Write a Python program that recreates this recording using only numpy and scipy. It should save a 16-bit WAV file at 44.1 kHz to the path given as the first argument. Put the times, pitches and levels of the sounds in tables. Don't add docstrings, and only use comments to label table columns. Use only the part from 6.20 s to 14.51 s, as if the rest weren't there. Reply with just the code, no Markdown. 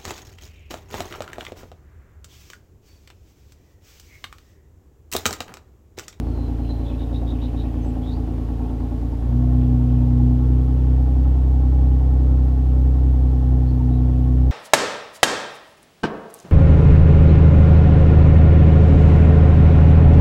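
import sys
import numpy as np
from scipy import signal
from scipy.fft import rfft, irfft
from scipy.io import wavfile
from scipy.ndimage import uniform_filter1d

SR = 44100
rng = np.random.default_rng(int(sys.argv[2]) if len(sys.argv) > 2 else 0)


def wav_out(sig):
    wavfile.write(sys.argv[1], SR, np.round(np.clip(np.atleast_2d(sig).T, -1, 1) * 32767).astype(np.int16))


N = 366471


def undb(db):
    return 10 ** (np.asarray(db) / 20)


def unit(x):
    return x / np.sqrt(np.mean(x ** 2))


def at_samples(times_s, values):
    return np.interp(np.arange(N) / SR, times_s, values)


def walk(rate_hz):
    hold = int(SR / rate_hz)
    steps = np.repeat(rng.standard_normal(N // hold + 1), hold)
    return uniform_filter1d(uniform_filter1d(steps, hold), hold)[:N]


# frequency in Hz, relative level in dB per Hz.
AIR_SPECTRUM = [(290, -31.5), (500, -6.5), (613, -12), (819, -11.5), (988, -19.5), (1090, -16),
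                (1190, -23.5), (1790, -27), (2130, -29.5), (3150, -30.5), (8580, -42), (14900, -43),
                (16000, -53.5)]
AIR_RMS_DB = -47.5


def air():
    hz, db = np.transpose(AIR_SPECTRUM)
    bins_hz = np.maximum(np.arange(N // 2 + 1) * SR / N, 1)
    shape_db = np.interp(np.log(bins_hz), np.log(hz), db)
    hiss = irfft(rfft(rng.standard_normal(N)) * undb(shape_db), N)
    return unit(hiss) * undb(AIR_RMS_DB)


def note(start_s, length_s, hz0, hz1, db, trill_per_s, depth, bend=1, full_swing_hz=260, rough=1.1):
    count = int(length_s * SR)
    u = np.arange(count) / (length_s * SR)
    depth = np.clip(depth, 0, 1)
    stumble = unit(uniform_filter1d(rng.standard_normal(count), size=300))
    rasp = unit(uniform_filter1d(rng.standard_normal(count), size=70))
    beat = np.pi * trill_per_s * length_s * u + 0.59 * stumble
    glide_hz = hz0 + (hz1 - hz0) * u ** bend
    hz = glide_hz - full_swing_hz * depth ** 2 * np.sin(2 * beat)
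    tone = np.sin(2 * np.pi * np.cumsum(hz) / SR)
    tone = tone * (1 + rough * depth ** 2 * rasp)
    swell = np.sin(np.pi * u) ** 0.53
    chop = 1 - depth * np.cos(beat) ** 2
    return int(start_s * SR), 2 * undb(db) * swell * chop * tone


# time in seconds, level in dB before the offsets below.
CHATTER = [(0, -61.5), (.6, -59.5), (1.45, -56), (1.75, -66), (2.3, -61.5), (3.15, -76), (3.401, -53.5),
           (4.1, -62), (5.0, -61), (6.7, -70.5), (8.3, -63.5)]
CHATTER_BOUT_DB = 4


def far_twitter(low_hz=2350, span_hz=1000, glide_hz=1600, far_db=-6, count=2000):
    times_s, levels_db = np.transpose(CHATTER)
    bouts_db = CHATTER_BOUT_DB * walk(12)
    rows = []
    for place, length, pitch, glide, faintness in rng.random((count, 5)):
        start_s = place * (N / SR - .1)
        middle_hz = low_hz + span_hz * pitch
        sweep_hz = glide_hz * (glide - .5)
        db = np.interp(start_s, times_s, levels_db) + bouts_db[int(start_s * SR)]
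        db += far_db - 12 * faintness
        rows.append((start_s, 0.0091 + .015 * length,
                     middle_hz - sweep_hz / 2, middle_hz + sweep_hz / 2, db, 80, .7))
    return rows


# start in seconds, length in seconds, first pitch in Hz, level in dB before doubling.
WHISTLES = [(0.05, 0.13, 4350, -68), (0.125, 0.18, 4200, -61.5), (0.387, 0.29, 4245, -62),
            (0.49, 0.042, 4090, -50), (0.67, 0.11, 4080, -67), (1.61, .055, 6200, -65),
            (1.638, .08, 7770, -65), (7.71, .08, 3900, -63)]
WHISTLE_SAG_HZ_PER_S, WHISTLE_TRILL_PER_S, WHISTLE_DEPTH = 800, 16, 0.5
WHISTLE_BEND = .5


def whistles():
    return [(s, length, hz, hz - WHISTLE_SAG_HZ_PER_S * length, db,
             WHISTLE_TRILL_PER_S, WHISTLE_DEPTH, WHISTLE_BEND)
            for s, length, hz, db in WHISTLES]


# start in seconds, middle pitch in Hz, level in dB before doubling.
CHIRPS = [(0.644, 3520, -54), (0.78, 3680, -53), (0.925, 3720, -51), (1.065, 3640, -50.5),
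          (1.211, 3780, -50), (1.365, 3820, -51.5), (7.46, 4306, -63)]
CHIRP_S, CHIRP_RISE_HZ, CHIRP_TRILL_PER_S, CHIRP_DEPTH = .068, 160, 95, .76


def chirps():
    return [(s, CHIRP_S, hz - CHIRP_RISE_HZ / 2, hz + CHIRP_RISE_HZ / 2, db,
             CHIRP_TRILL_PER_S, CHIRP_DEPTH)
            for s, hz, db in CHIRPS]


# start in seconds, length in seconds, first pitch in Hz, level in dB before doubling.
SLURS = [(1.823, .125, 3280, -52.5), (1.903, 0.078, 4250, -58)]
SLUR_RISE_HZ_PER_S, SLUR_TRILL_PER_S, SLUR_DEPTH = 5800, 130, .74


def slurs():
    return [(s, length, hz, hz + SLUR_RISE_HZ_PER_S * length, db, SLUR_TRILL_PER_S, SLUR_DEPTH)
            for s, length, hz, db in SLURS]


def sing(rows):
    track = np.zeros(N + SR)
    for row in rows:
        first, sound = note(*row)
        track[first:first + len(sound)] += sound
    return track[:N]


def tree_echo(dry, t60_s=.25, level_db=-10):
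    lag_s = np.arange(SR // 2) / SR
    tail = rng.standard_normal(len(lag_s)) * np.exp(-np.log(1000) * lag_s / t60_s)
    tail /= np.sqrt(np.sum(tail ** 2))
    return undb(level_db) * signal.fftconvolve(dry, tail)[:N]


def birds():
    direct = sing(far_twitter() + whistles() + chirps() + slurs())
    return direct + tree_echo(direct)


def ring(x, hz, width_hz):
    b, a = signal.iirpeak(hz, hz / max(width_hz, 1), fs=SR)
    return signal.lfilter(b, a, x)


def pulse_train(times_s, sizes):
    return np.bincount((times_s * SR).astype(int), sizes, N)


# centre in Hz, width in Hz, mean level in dB.
GAS = [(43.6, 10, -47.5), (76, 56, -39), (134, 220, -54), (253.9, 17, -42), (301.7, 82, -43),
       (366, 55, -52), (436.8, 21, -52), (507, 38, -53), (575.3, 25, -52.5), (701, 29, -52.5),
       (749.7, 23, -53), (813.5, 23, -51), (907, 37, -56.5), (1066, 28, -64.5), (1111, 18, -63),
       (1323, 150, -63), (1817, 100, -69)]
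PUFF_DB = [-2.5, -0.5, -3, -3.5, 4, -3]
GAS_FLICKER_DB = 2.
GAS_BRIGHTER_DB_PER_HZ = 0.42
KNOCK_DB_PER_HZ = -.9


def gas(cycles, firing_hz, puff_ms=7., puff_share=.6, scatter_db=1.5, knock_db=-3):
    firing = np.arange(int(cycles[-1] * len(PUFF_DB)))
    times_s = np.interp(firing / len(PUFF_DB), cycles, np.arange(N) / SR)
    cylinder_db = np.array(PUFF_DB)[firing % len(PUFF_DB)]

    puff_sizes = undb(cylinder_db + scatter_db * rng.standard_normal(len(firing)))
    fade = np.exp(-1000 / (puff_ms * SR))
    two_poles = np.convolve([1, -fade], [1, -fade])
    puffs = unit(signal.lfilter([1], two_poles, pulse_train(times_s, puff_sizes)))

    knocks = unit(pulse_train(times_s, undb(2 * cylinder_db)))
    knocks *= undb(knock_db + KNOCK_DB_PER_HZ * (firing_hz - 58))

    out = 0
    for hz, width_hz, db in GAS:
        rush = rng.standard_normal(N) * (1 - puff_share + puff_share * puffs)
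        rung = unit(ring(ring(rush + knocks, hz, width_hz), hz, 2 * width_hz))
        octaves_up = max(np.log2(hz / 600), 0)
        moving_db = GAS_FLICKER_DB * walk(6) + GAS_BRIGHTER_DB_PER_HZ * (firing_hz - 60) * octaves_up
        out = out + undb(db + moving_db) * rung
    return out


# centre in Hz, full width at half amplitude in Hz, then peak levels in dB RMS
PIPE = [(32, 12, -67, -43, -55), (66.9, 11.7, -12, -55, -44), (91, 39, -27, -31.5, -43),
        (123.3, 7.5, -19, -52.5, -56), (158.4, 16.7, -31, -35, -66), (246.9, 9.5, -23.5, -25.5, -38),
        (287.3, 10.3, -35, -36.5, -42), (310.4, 12, -37, -40.5, -50.5), (349.5, 34, -54.5, -48, -62),
        (406.7, 40, -74.5, -47.5, -65), (435.7, 16.4, -48, -62.5, -51), (507, 25, -50, -54.5, -59.5)]


def exhaust(cycles, cycle_hz, odd_at_cycles=.7, bank_lag_rad=0.7, end_order=50, step=256):
    hz, width_hz, *levels_db = np.transpose(PIPE)
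    coarse = np.arange(0, N, step)
    upper = hz > 200
    out = 0
    for order in range(2, end_order):
        kind = 0 if order % 6 == 0 else 1 if order % 3 == 0 else 2
        detune = 2 * (order * cycle_hz[coarse, None] - hz) / width_hz
        through = undb(levels_db[kind]) / (1 + detune ** 2)
        gain = np.sqrt(2) * np.sqrt(np.sum(through ** 2, axis=1))
        gain *= undb((.4 + .7 * kind) * walk(8)[coarse])
        lag_rad = np.sum(np.pi / 2 + np.arctan(detune[:, upper]), axis=1) + bank_lag_rad * (kind == 1)
        angle = 2 * np.pi * order * (cycles - odd_at_cycles * (kind == 2))
        angle = angle - np.interp(np.arange(N), coarse, lag_rad)
        out = out - np.interp(np.arange(N), coarse, gain) * np.cos(angle)
    return out


# time in seconds, firing rate in Hz.
IDLE = [(0.0, 56.72), (0.5, 57.06), (1.2, 57.32), (1.85, 56.01), (2.25, 56.63), (2.7, 56.73), (3.0, 57.55),
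        (3.18, 61.7), (3.3, 62.44), (3.55, 61.74), (4.0, 61.54), (4.27, 62.75), (4.75, 63.28),
        (5.05, 63.95), (6.25, 63.77), (7.001, 63.55), (7.7, 62.26), (8.31, 63.16)]


def engine(lumpy_db=0.85):
    firing_hz = at_samples(*np.transpose(IDLE))
    cycle_hz = firing_hz / len(PUFF_DB)
    cycles = np.cumsum(cycle_hz) / SR
    burn = undb(lumpy_db * walk(14))
    return burn * exhaust(cycles, cycle_hz) + gas(cycles, firing_hz)


def scene():
    return (air() + birds() + engine())[None]


def record(dry, bass_hz=30, top_hz=15750):
    bass_cut = signal.butter(2, bass_hz, "high", fs=SR, output="sos")
    top_cut = signal.ellip(10, .2, 60, top_hz, fs=SR, output="sos")
    return signal.sosfilt(top_cut, signal.sosfilt(bass_cut, dry))


dry = scene()
out = record(dry)
wav_out(out)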